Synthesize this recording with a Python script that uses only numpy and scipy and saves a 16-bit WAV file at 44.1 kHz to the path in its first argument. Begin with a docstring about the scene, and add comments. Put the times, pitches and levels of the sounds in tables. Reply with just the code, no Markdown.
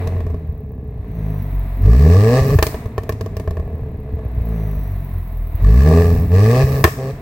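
"""Revving a turbo car

A turbocharged four-cylinder car stands on a wet street and is revved three times, heard from behind.
Each firing sends a pulse down the exhaust, which booms and rasps, louder at the pipe's own pitches.
As the revs fall, unburnt fuel burbles, pops and bangs, until the idle control feeds the engine again.
The fuel pump ticks, the turbo hisses and whistles as it runs down, and buildings echo the bangs."""
import sys
import numpy as np
from scipy import signal
from scipy.fft import rfft, irfft, next_fast_len
from scipy.io import wavfile
from scipy.ndimage import uniform_filter1d, map_coordinates

SR = 44100
rng = np.random.default_rng(int(sys.argv[2]) if len(sys.argv) > 2 else 0)


def to_wav(sig):
    """Store sig (one row per channel, or 1-D mono) as 16-bit WAV at the path in sys.argv[1].

    Samples outside -1..1 are clipped; the rate is SR.
    """
    pcm = np.clip(np.atleast_2d(sig), -1, 1) * 32767
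    pcm = np.round(pcm).astype(np.int16)
    wavfile.write(sys.argv[1], SR, pcm.T)  # frames by channels


N = 317961

# how alike the noise is in both ears: (frequency [Hz], likeness [0-1])
EAR_LIKENESS = [(400,1),(800,0.99),(1400,0.12),(3000,0.22),(7000,0.23),(15000,0.1)]
# how much louder the left microphone is than the right: (frequency [Hz], gain [dB])
LEFT_LEAN = [(1000,0),(2010,1.5),(3330,3.5),(5500,-6.5),(9080,12),(12000,-7),(15000,-8)]
# how long the street echoes: (frequency [Hz], time to fade by 60 dB [s])
ECHO_FADE = [(150,0.32),(600,0.54),(3000,0.4),(8000,0.57),(15000,0.2)]
# the tone of each sound, as the pitches it favours: (frequency [Hz], relative gain [dB])
ECHO_TONE = [(150, -45.5), (500, -34.5), (1200, 3.5), (12000, 13.0)]  # echo off the buildings
CLATTER_TONE = [(100, 4.5), (260, 13.5), (370, 8), (540, 4.5), (680, 13.5), (800, 1), (1000, 6), (1450, -5),
                (1700, -1), (2000, 0), (2600, -7.5), (3100, -16.5), (3900, -12.5), (4800, -24),
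                (7000, -28.5), (16000, -22)]  # moving engine parts
HISS_TONE = [(3000,-48),(7000,-22),(10000,-5.5),(12300,2),(13800,-1.5),(15500,6)]  # rushing air
TICK_TONE = [(2000,-24),(9000,-28.5),(12300,0),(13500,-4),(15500,6.5)]  # fuel pump
SILENCER_TONE = [(20,-46.5),(35,-1.5),(60,-2.5),(90,-1),(140,-4.5),(180,-10),(236,-11),(330,-22),(800,-102)]  # flutter in the silencer
HUM_TONE = [(250, -53.5), (385, -18), (425, 31.5), (470, -12), (800, -62.5)]  # one narrow resonance of the pipe
KNOCK_TONE = [(120,-35.5),(240,-16),(330,-0.5),(440,12),(550,-8.5),(650,9),(800,-31.5),(1130,-1.5),(1450,-32),(3000,-84)]  # hollow knock of the pipe
BANG_TONE = [(100,13.5),(240,-3.5),(350,7.5),(450,0),(560,-1.5),(660,5.5),(800,-1),(930,-2),(1150,5.5),(1450,-11.5),(1800,4),(2100,-29.5),(2350,-9),(3100,-18.5),(4100,-28.5),(9000,-59)]  # body of an explosion
CRACK_TONE = [(800, -122), (2000, 12), (3200, 3.5), (4200, 6), (6000, 4), (10000, -5), (13000, 1.5),
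              (15500, -1)]  # its sharp edge
BARK_TONE = [(120,-39.5),(250,-2.5),(340,-10),(415,11.5),(450,10),(490,2),(560,-4.5),(640,2),(700,-7.5),(760,-4),(930,-15.5),(1150,-13.5),(1430,-46),(1700,-13.5),(2100,-67),(2500,-24.5),(3500,-57.5)]  # exhaust pipe, struck by the firings
RASP_TONE = [(900,-1),(1150,24),(1430,-6.5),(1720,19),(2100,7.5),(2550,9),(3200,-3),(4200,2.5),(5500,1),(7000,-5),(8000,-4),(10500,-19),(16000,-43)]  # swirling exhaust gas

# loudness of the engine's clatter: (time [s], level [dB])
CLATTER_LEVEL = [(0, -32.5), (.25, -43.5), (.75, -56), (1.22, -41.5), (2.75, -33.5), (2.9, -42.5),
                 (4.0, -47.5), (4.59, -39), (5.49, -44), (5.6, -37), (7.21, -40)]
# the turbo running down: (time [s], pitch [Hz], level [dB])
TURBO_WHISTLE = [(1.0,6160,-89),(1.17,6070,-70),(1.4,5900,-66),(1.7,5850,-93),(4.4,6200,-88),(4.57,6048,-64),(4.85,5860,-66),(5.2,5660,-85)]
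# the dump valve lets the turbo's pressure go: (time [s], level [dB])
VALVE_DUMPS = [(2.635, -30), (6.85, -44)]
# single sharp, high ticks: (time [s], level [dB])
SNAPS = [(1.822, -32), (3.093, -22), (3.367, -36), (5.554, -26)]
# soft heaves of gas with no crack: (time [s], peak level [dB])
SOFT_HEAVES = [(0.49, -17.5), (0.883, -16.5), (0.991, -16.5), (2.412, -6), (2.555, -0.5), (3.664, -13),
               (3.82, -13.5), (3.899, -18.5), (4.136, -9), (4.257, -14), (4.375, -11.5), (4.409, -12),
               (4.769, -14), (5.545, -8), (6.148, -7), (6.185, -4.5), (6.636, -5)]
# fuel exploding in the pipe, in relative levels: (time [s], blast [dB], heave [dB], crack [dB])
EXPLOSIONS = [(0.073, -29, -15, -39.5), (0.165, -31, -15, -63), (0.205, -27.5, -35, -53),
              (0.266, -34.5, -16.5, -54), (0.302, -38, -18, -57), (0.343, -32.5, -16, -58),
              (2.588, -8.5, -6, -33), (2.626, -2, -14, -18), (2.667, -18, -14.5, -26.5),
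              (2.744, -22.5, -15.5, -45), (2.858, -31, -15.5, -50), (2.98, -14, -16, -39.5),
              (3.034, -37, -35, -46.5), (3.093, -13, -13, -36), (3.123, -37, -24, -41.5),
              (3.21, -22.5, -18, -39), (3.261, -25.5, -34, -46), (3.368, -25.5, -15, -41),
              (3.398, -26.5, -20, -43), (3.476, -22, -11.5, -51), (3.508, -29.5, -12, -46),
              (3.57, -25.5, -21, -53), (3.597, -30.5, -14.5, -56), (4.191, -38, -35, -65),
              (6.841, 7.5, -2, -14), (6.876, -14, -22, -38.5)]

# engine speed: (time [s], firing rate [Hz])
ENGINE_SPEED = [(0, 90.5), (.3, 84), (.94, 59), (1.51, 47), (1.76, 44.2), (1.85, 47.3), (2.09, 82),
                (2.38, 132), (2.55, 139.5), (2.85, 114.4), (3.35, 95), (3.57, 83), (4.16, 63.2),
                (4.82, 48.6), (5.56, 38.2), (5.68, 49.2), (5.88, 78.5), (6.0, 85), (6.3, 83.4),
                (6.615, 134.5), (6.83, 135.5), (7.0, 131), (7.12, 136), (7.21, 125)]
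# spells when the engine gets fuel, in relative levels; between them it coasts. In order: a dying rev,
# idle, rev one, late firing, sputter, idle, rev two, rev three, late firing, a light touch of the pedal.
# (start [s], end [s], rise [s], fall [s], load [dB], bark [dB], bark swell [dB/s],
# tilt [dB per harmonic], rasp [dB], air hiss [dB], uneven burning [0-1])
FUEL_SPELLS = [(0, 0.156, 0.0058, 0.27, -16.5, -12.5, -22, -7.5, -23, -67, 0.57),
               (0.983, 1.788, 0.29, 0.015, -13.5, -17, -49, 2, -26, -45.5, 0.2),
               (1.777, 2.394, 0.076, 0.06, -0.3, 0, -2.5, 0.07, 1, -39.5, 0.18),
               (2.419, 2.549, 0.01, 0.014, -4.5, -10, -2, 2, -6, -37, 0.54),
               (3.08, 4.265, .1, 0.11, -26, -18, 17, -4.5, -37, -69, 0.77),
               (4.208, 5.595, 0.3, 0.01, -12.5, -18, -26, 0.25, -23.5, -44.5, 0.14),
               (5.57, 5.984, 0.079, 0.29, -1, -0.5, 25, 0.45, 1.5, -37.5, 0.18),
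               (6.269, 6.626, .07, 0.044, -0.6, -0.5, -12, -2.2, -.5, -38, 0.17),
               (6.66, 6.811, 0.01, 0.024, -5.5, -10, 4, 0, -7.5, -35.5, 0.44),
               (6.95, 7.113, 0.038, 0.0082, -11.5, -12, -8, 2, -14, -58, 0.19)]
# the four cylinders in turn: (relative strength [dB])
CYLINDER_DB = [-0.79,-2.4,1,1]
# the pipe barks most at speeds that hit its resonances: (firing rate [Hz], gain [dB])
BARK_BY_SPEED = [(37, -62), (43, -58), (50, -26), (68, -31.5), (80, -19), (92, -22.5), (105, -22),
                 (115, -19), (135, -15)]
# the harmonics, tones at one to five times the firing rate: (relative level [dB])
HARMONIC_DB = [2.5, -2.5, -7, -10.5, -19.5]
# how well the exhaust lets those tones through: (frequency [Hz], gain [dB])
BOOM_TONE = [(35, -17.5), (50, -8), (62, -7), (105, -8.5), (124, -14), (135, -11.5), (158, -7),
             (182, -16.5), (205, -17), (250, -11), (272, -23.5), (315, -14.5), (355, -29), (400, -17.5),
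             (470, -5), (520, -17), (620, -28), (760, -45)]

COAST_LOAD_DB, COAST_BARK_DB, COAST_RASP_DB, COAST_HISS_DB = -24.5, -43, -73, -76  # left with no fuel
COAST_UNEVEN, COAST_TILT_DB = 0.79, -4  # with no fuel the engine is rougher and duller


def amp(db):
    """Turn decibels into a gain to multiply by."""
    return 10 ** (np.asarray(db) / 20)


def unit(x):
    """Scale a sound so that its average (rms) level is 1."""
    return x / np.sqrt(np.mean(x ** 2) + 1e-20)


def steady(x, size=3500):
    """Even out a sound so that its level stays near 1."""
    power = uniform_filter1d(uniform_filter1d(x * x, size), size)
    return x / np.sqrt(np.abs(power) + 1e-4 * np.mean(x * x))


def look_up(table, hz):
    """Read between the rows of a (frequency, value) table, with octaves evenly spaced."""
    table_hz, values = np.transpose(table)
    return np.interp(np.log(hz + 1), np.log(table_hz + 1), values)


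def curves(table):
    """Join a timed table's rows with straight lines: one curve per column after the time."""
    times, *columns = np.transpose(table)
    return [np.interp(np.arange(N) / SR, times, column) for column in columns]


def wobble(rate):
    """A smooth curve through `rate` random values a second."""
    points = rng.standard_normal(int(N * rate / SR) + 4)
    return map_coordinates(points, [np.arange(N) * rate / SR])


def filtered(x, response):
    """Multiply each frequency in a sound by response(hz)."""
    size = next_fast_len(N + SR // 2)
    return irfft(rfft(x, size) * response(np.fft.rfftfreq(size, 1 / SR)), size)[..., :N]


def ring(x, tone, size=8192):
    """Let a sound ring through something with the given tone."""
    cepstrum = irfft(np.log(amp(look_up(tone, np.fft.rfftfreq(size, 1 / SR)))))
    # fold it so that the ringing comes after each hit, never before
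    cepstrum[1:size // 2] *= 2
    cepstrum[size // 2 + 1:] = 0
    ringing = irfft(np.exp(rfft(cepstrum)))
    return filtered(x, lambda hz: rfft(ringing / np.linalg.norm(ringing), next_fast_len(N + SR // 2)))


def noise():
    """White stereo noise, alike in both ears in the bass and less so in the treble."""
    def shares(hz):
        angle = np.arccos(np.clip(look_up(EAR_LIKENESS, hz), 0, 1)) / 2
        return np.array([np.cos(angle), np.sin(angle)])
    mid, side = filtered(rng.standard_normal((2, N)), shares)
    return np.array([mid + side, mid - side])


def pulses(positions, sizes):
    """Clicks that can fall between two samples."""
    index = np.floor(positions).astype(int)[:, None] + np.arange(-7, 9)
    lag = index - positions[:, None]
    shape = np.sinc(lag) * np.cos(np.pi * lag / 16) ** 2
    return np.bincount(np.clip(index, 0, N).ravel(), (shape * sizes[:, None]).ravel(), N + 1)[:N]


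def gate(cycles, sharpness, base):
    """A gain that jumps up at the start of each cycle, then sinks towards a base level."""
    return unit(base + np.exp(-sharpness * (cycles % 1)))


def bursts(rows, fade_s):
    """A gain that jumps up at each (time, level) row and drops 60 dB in fade_s."""
    t = np.arange(N) / SR
    return sum((t > start) * amp(db - 60 * np.abs(t - start) / fade_s) for start, db in rows)


def street_echo(x):
    """Buildings send back a blurred echo, thin in the bass and different at each ear."""
    hz, t, spectrum = signal.stft(rng.standard_normal((2, SR)), SR, nperseg=256)
    fade = amp(-60 * t / look_up(ECHO_FADE, hz)[:, None])
    tail = signal.istft(spectrum * fade, SR, nperseg=256)[1]
    delayed = np.pad(x, ((0, 0), (400, 0)))
    echo = signal.fftconvolve(delayed, tail / np.linalg.norm(tail[0]), axes=1)[:, :N]
    return filtered(echo, lambda hz: amp(look_up(ECHO_TONE, hz)))


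def clatter(firings):
    """The engine's moving parts rattle, pulsing slightly with each firing."""
    rattle = noise() * gate(firings, sharpness=1.0, base=5.8)
    return amp(curves(CLATTER_LEVEL)[0]) * unit(ring(rattle, CLATTER_TONE))


def airflow(demand, lag_s=0.084):
    """How hard the air rushes: the turbo lags behind the pedal, and the dump valve adds gushes."""
    keep = np.exp(-1 / (lag_s * SR))
    flow = signal.lfilter([1 - keep], [1, -keep], demand)
    return np.hypot(flow + bursts(VALVE_DUMPS, fade_s=0.35), amp(COAST_HISS_DB))


def air_hiss(air):
    """Air hisses as it rushes through the turbo."""
    return air * unit(ring(noise(), HISS_TONE))


def fuel_pump(firings, air):
    """The pump ticks once per engine turn (two firings), louder when more air flows."""
    strokes = noise() * gate(firings / 2, sharpness=8, base=0.01) * amp(3.5 * wobble(25))
    return amp(-23.5) * np.sqrt(air) * unit(ring(strokes, TICK_TONE))


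def turbo_whistle():
    """The slowing turbo gives a falling whistle; a fast wobble in pitch makes it airy."""
    hz, db = curves(TURBO_WHISTLE)
    return amp(db) * np.sin(2 * np.pi * np.cumsum(hz + 215 * wobble(1000)) / SR)


def snaps():
    """Single sharp ticks, as bright as the fuel pump's."""
    return ring(bursts(SNAPS, fade_s=0.035) * noise(), TICK_TONE)


def burble(firings):
    """Late, partial burns flutter in the silencer and hum in the pipe."""
    lumps = amp(3.5 * wobble(30))
    puffs = noise()[0] * gate(firings, sharpness=3.1, base=0.047) * lumps
    return amp(-10.5) * steady(ring(puffs, SILENCER_TONE)) + amp(-27.5) * steady(ring(puffs, HUM_TONE))


def heaves(rows, typical_hz=76, rise_s=0.0052):
    """Each (time, level) row pushes one low wave of gas out of the pipe."""
    t = np.arange(SR // 12) / SR
    swell = t / rise_s * np.exp(1 - t / rise_s)
    sound = np.zeros(N + SR)
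    for time, db in rows:
        hz = typical_hz * np.exp(0.068 * rng.standard_normal())
        sound[round(time * SR):][:len(t)] -= amp(db) * swell * np.sin(2 * np.pi * hz * t)
    return sound[:N]


def afterfire(blast_fade_s=0.064, crack_fade_s=0.033):
    """Unburnt fuel explodes in the pipe: a low heave, a hollow knock, a bang and a sharp crack."""
    t = np.arange(SR // 6) / SR
    shocks, knocks, blasts, cracks = np.zeros((4, N + SR))
    for time, blast_db, _, crack_db in EXPLOSIONS:
        start, size = round(time * SR), amp(blast_db - 5)
        shocks[start] += 13 * size
        knocks[start] += 7 * size ** 0.55  # small charges mostly just knock the pipe
        roar_s = blast_fade_s * size ** 0.033  # bigger ones roar for longer
        blasts[start:][:len(t)] += size * amp(-60 * t / roar_s)
        cracks[start:][:len(t)] += amp(crack_db + 7 - 60 * t / crack_fade_s)
    low = heaves([(time, heave_db + 0.5) for time, _, heave_db, _ in EXPLOSIONS])
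    bang = ring(shocks[:N] + blasts[:N] * noise(), BANG_TONE)
    return low + ring(knocks[:N], KNOCK_TONE) + bang + ring(cracks[:N] * noise(), CRACK_TONE)


def fuel_supply():
    """Each spell of fuel rises, holds and dies away, setting how loud and rough the engine is."""
    t = np.arange(N) / SR
    columns = np.transpose(FUEL_SPELLS)[:, :, None]
    start, end, rise, fall, load_db, bark_db, swell, tilt_db, rasp_db, air_db, rough = columns
    fuel = np.clip((t - start) / rise, 0, 1) * np.exp(-np.clip((t - end) / fall, 0, 20))
    edge = fuel ** 2.35  # bark and rasp come later and go sooner than the boom
    swell_db = swell * (np.clip(t, start, end) - (start + end) / 2)
    coasting = np.clip(1 - fuel.sum(0), 0, 1)
    uneven = np.clip((rough * fuel).max(0) + COAST_UNEVEN * coasting, 0, 1)
    tilt = ((tilt_db + 0.3 * swell_db) * fuel).sum(0) + COAST_TILT_DB * coasting  # higher is brighter
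    load = np.hypot((amp(load_db) * fuel).max(0), amp(COAST_LOAD_DB))  # how hard the engine works
    bark = (amp(bark_db + swell_db) * edge).max(0)
    rasp = (amp(rasp_db + 0.31 * swell_db) * edge).max(0)
    air = (amp(air_db) * fuel).max(0)
    return load, bark, rasp, air, tilt, uneven


def exhaust_rasp(firings, octaves, drive):
    """Each firing drives out a puff of swirling gas, 9 dB louder when the speed doubles."""
    puffs = noise() * gate(firings, sharpness=4, base=0.17) * amp(1.8 * wobble(90))
    gain = np.hypot(drive * amp(-31), amp(COAST_RASP_DB)) * amp(9 * octaves)
    return gain * unit(ring(puffs, RASP_TONE))


def exhaust_bark(firings, firing_hz, drive, uneven):
    """Each firing rings the pipe; uneven burning scatters the pulses in strength and timing."""
    numbers = np.arange(1, int(firings[-1]))
    size_luck, time_luck = rng.standard_normal((len(numbers), 2)).T
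    positions = np.interp(numbers, firings, np.arange(N))
    rough = uneven[positions.astype(int)]
    scatter_db = 0.9 + 4 * rough
    jitter_s = 0.00011 + 0.0006 * rough ** 2
    sizes = amp(np.take(CYLINDER_DB, numbers, mode="wrap") + scatter_db * size_luck)
    beats = steady(pulses(positions + SR * jitter_s * time_luck, sizes))
    swirl = (0.3 + 0.4 * uneven) * noise() * gate(firings, sharpness=0.33, base=0.36)
    fuelled = drive * amp(look_up(BARK_BY_SPEED, firing_hz))
    coasting = amp(COAST_BARK_DB) * uneven / COAST_UNEVEN
    return np.hypot(fuelled, coasting) * steady(ring(beats + swirl, BARK_TONE))


def exhaust_boom(firings, firing_hz, tilt_db, uneven, smooth_above_hz=70):
    """Low firing tones sweep through the silencer's resonances and stagger when burning is uneven."""
    stagger = 0.082 * uneven * wobble(35)
    lumpy_db = 8 * np.clip(1 - firing_hz / smooth_above_hz, 0, 1)  # a slower engine wavers more
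    tones = 0
    for k, db in enumerate(HARMONIC_DB, 1):
        flutter_db = 0.7 * np.sqrt(k) * wobble(45)  # no two firings burn quite alike
        tone_db = db + (k - 1.5) * tilt_db + look_up(BOOM_TONE, k * firing_hz)
        gain = amp(tone_db + flutter_db + lumpy_db * wobble(12))
        tones += gain * np.sin(2 * np.pi * k * (firings + stagger) + np.pi / 6)
    return amp(2.36 * uneven * wobble(35)) * tones


def scene():
    """Mix the car and its echo; one running count of firings keeps the engine's sounds in step."""
    firing_hz, = curves(ENGINE_SPEED)
    firings = np.cumsum(firing_hz) / SR
    octaves = np.log2(firing_hz / 100)  # doublings of speed from 100 firings a second
    load, bark_drive, rasp_drive, air_demand, tilt_db, uneven = fuel_supply()
    boom = load * exhaust_boom(firings, firing_hz, tilt_db, uneven)
    bark = exhaust_bark(firings, firing_hz, bark_drive, uneven)
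    rasp = exhaust_rasp(firings, octaves, rasp_drive)
    exhaust = boom + bark + rasp + uneven * load ** 0.74 * burble(firings) + heaves(SOFT_HEAVES)
    pops = afterfire()
    air = airflow(air_demand * amp(4 * octaves))
    engine_bay = clatter(firings) + air_hiss(air) + fuel_pump(firings, air) + turbo_whistle()
    echo = street_echo(amp(-15) * exhaust + amp(-22) * pops)
    return echo + engine_bay + snaps() + pops + exhaust


def record(dry, ceiling=0.97, top_hz=16000):
    """Two microphones, each with its own tone, overload on the bangs and lose the highest treble."""
    x = filtered(dry, lambda hz: amp(np.outer([0.5, -0.5], look_up(LEFT_LEAN, hz))))
    x = x / (1 + np.abs(x / ceiling) ** 6) ** (1 / 6)  # round off the loudest peaks
    return filtered(x, lambda hz: hz < top_hz)


dry = scene()
out = record(dry)
to_wav(out)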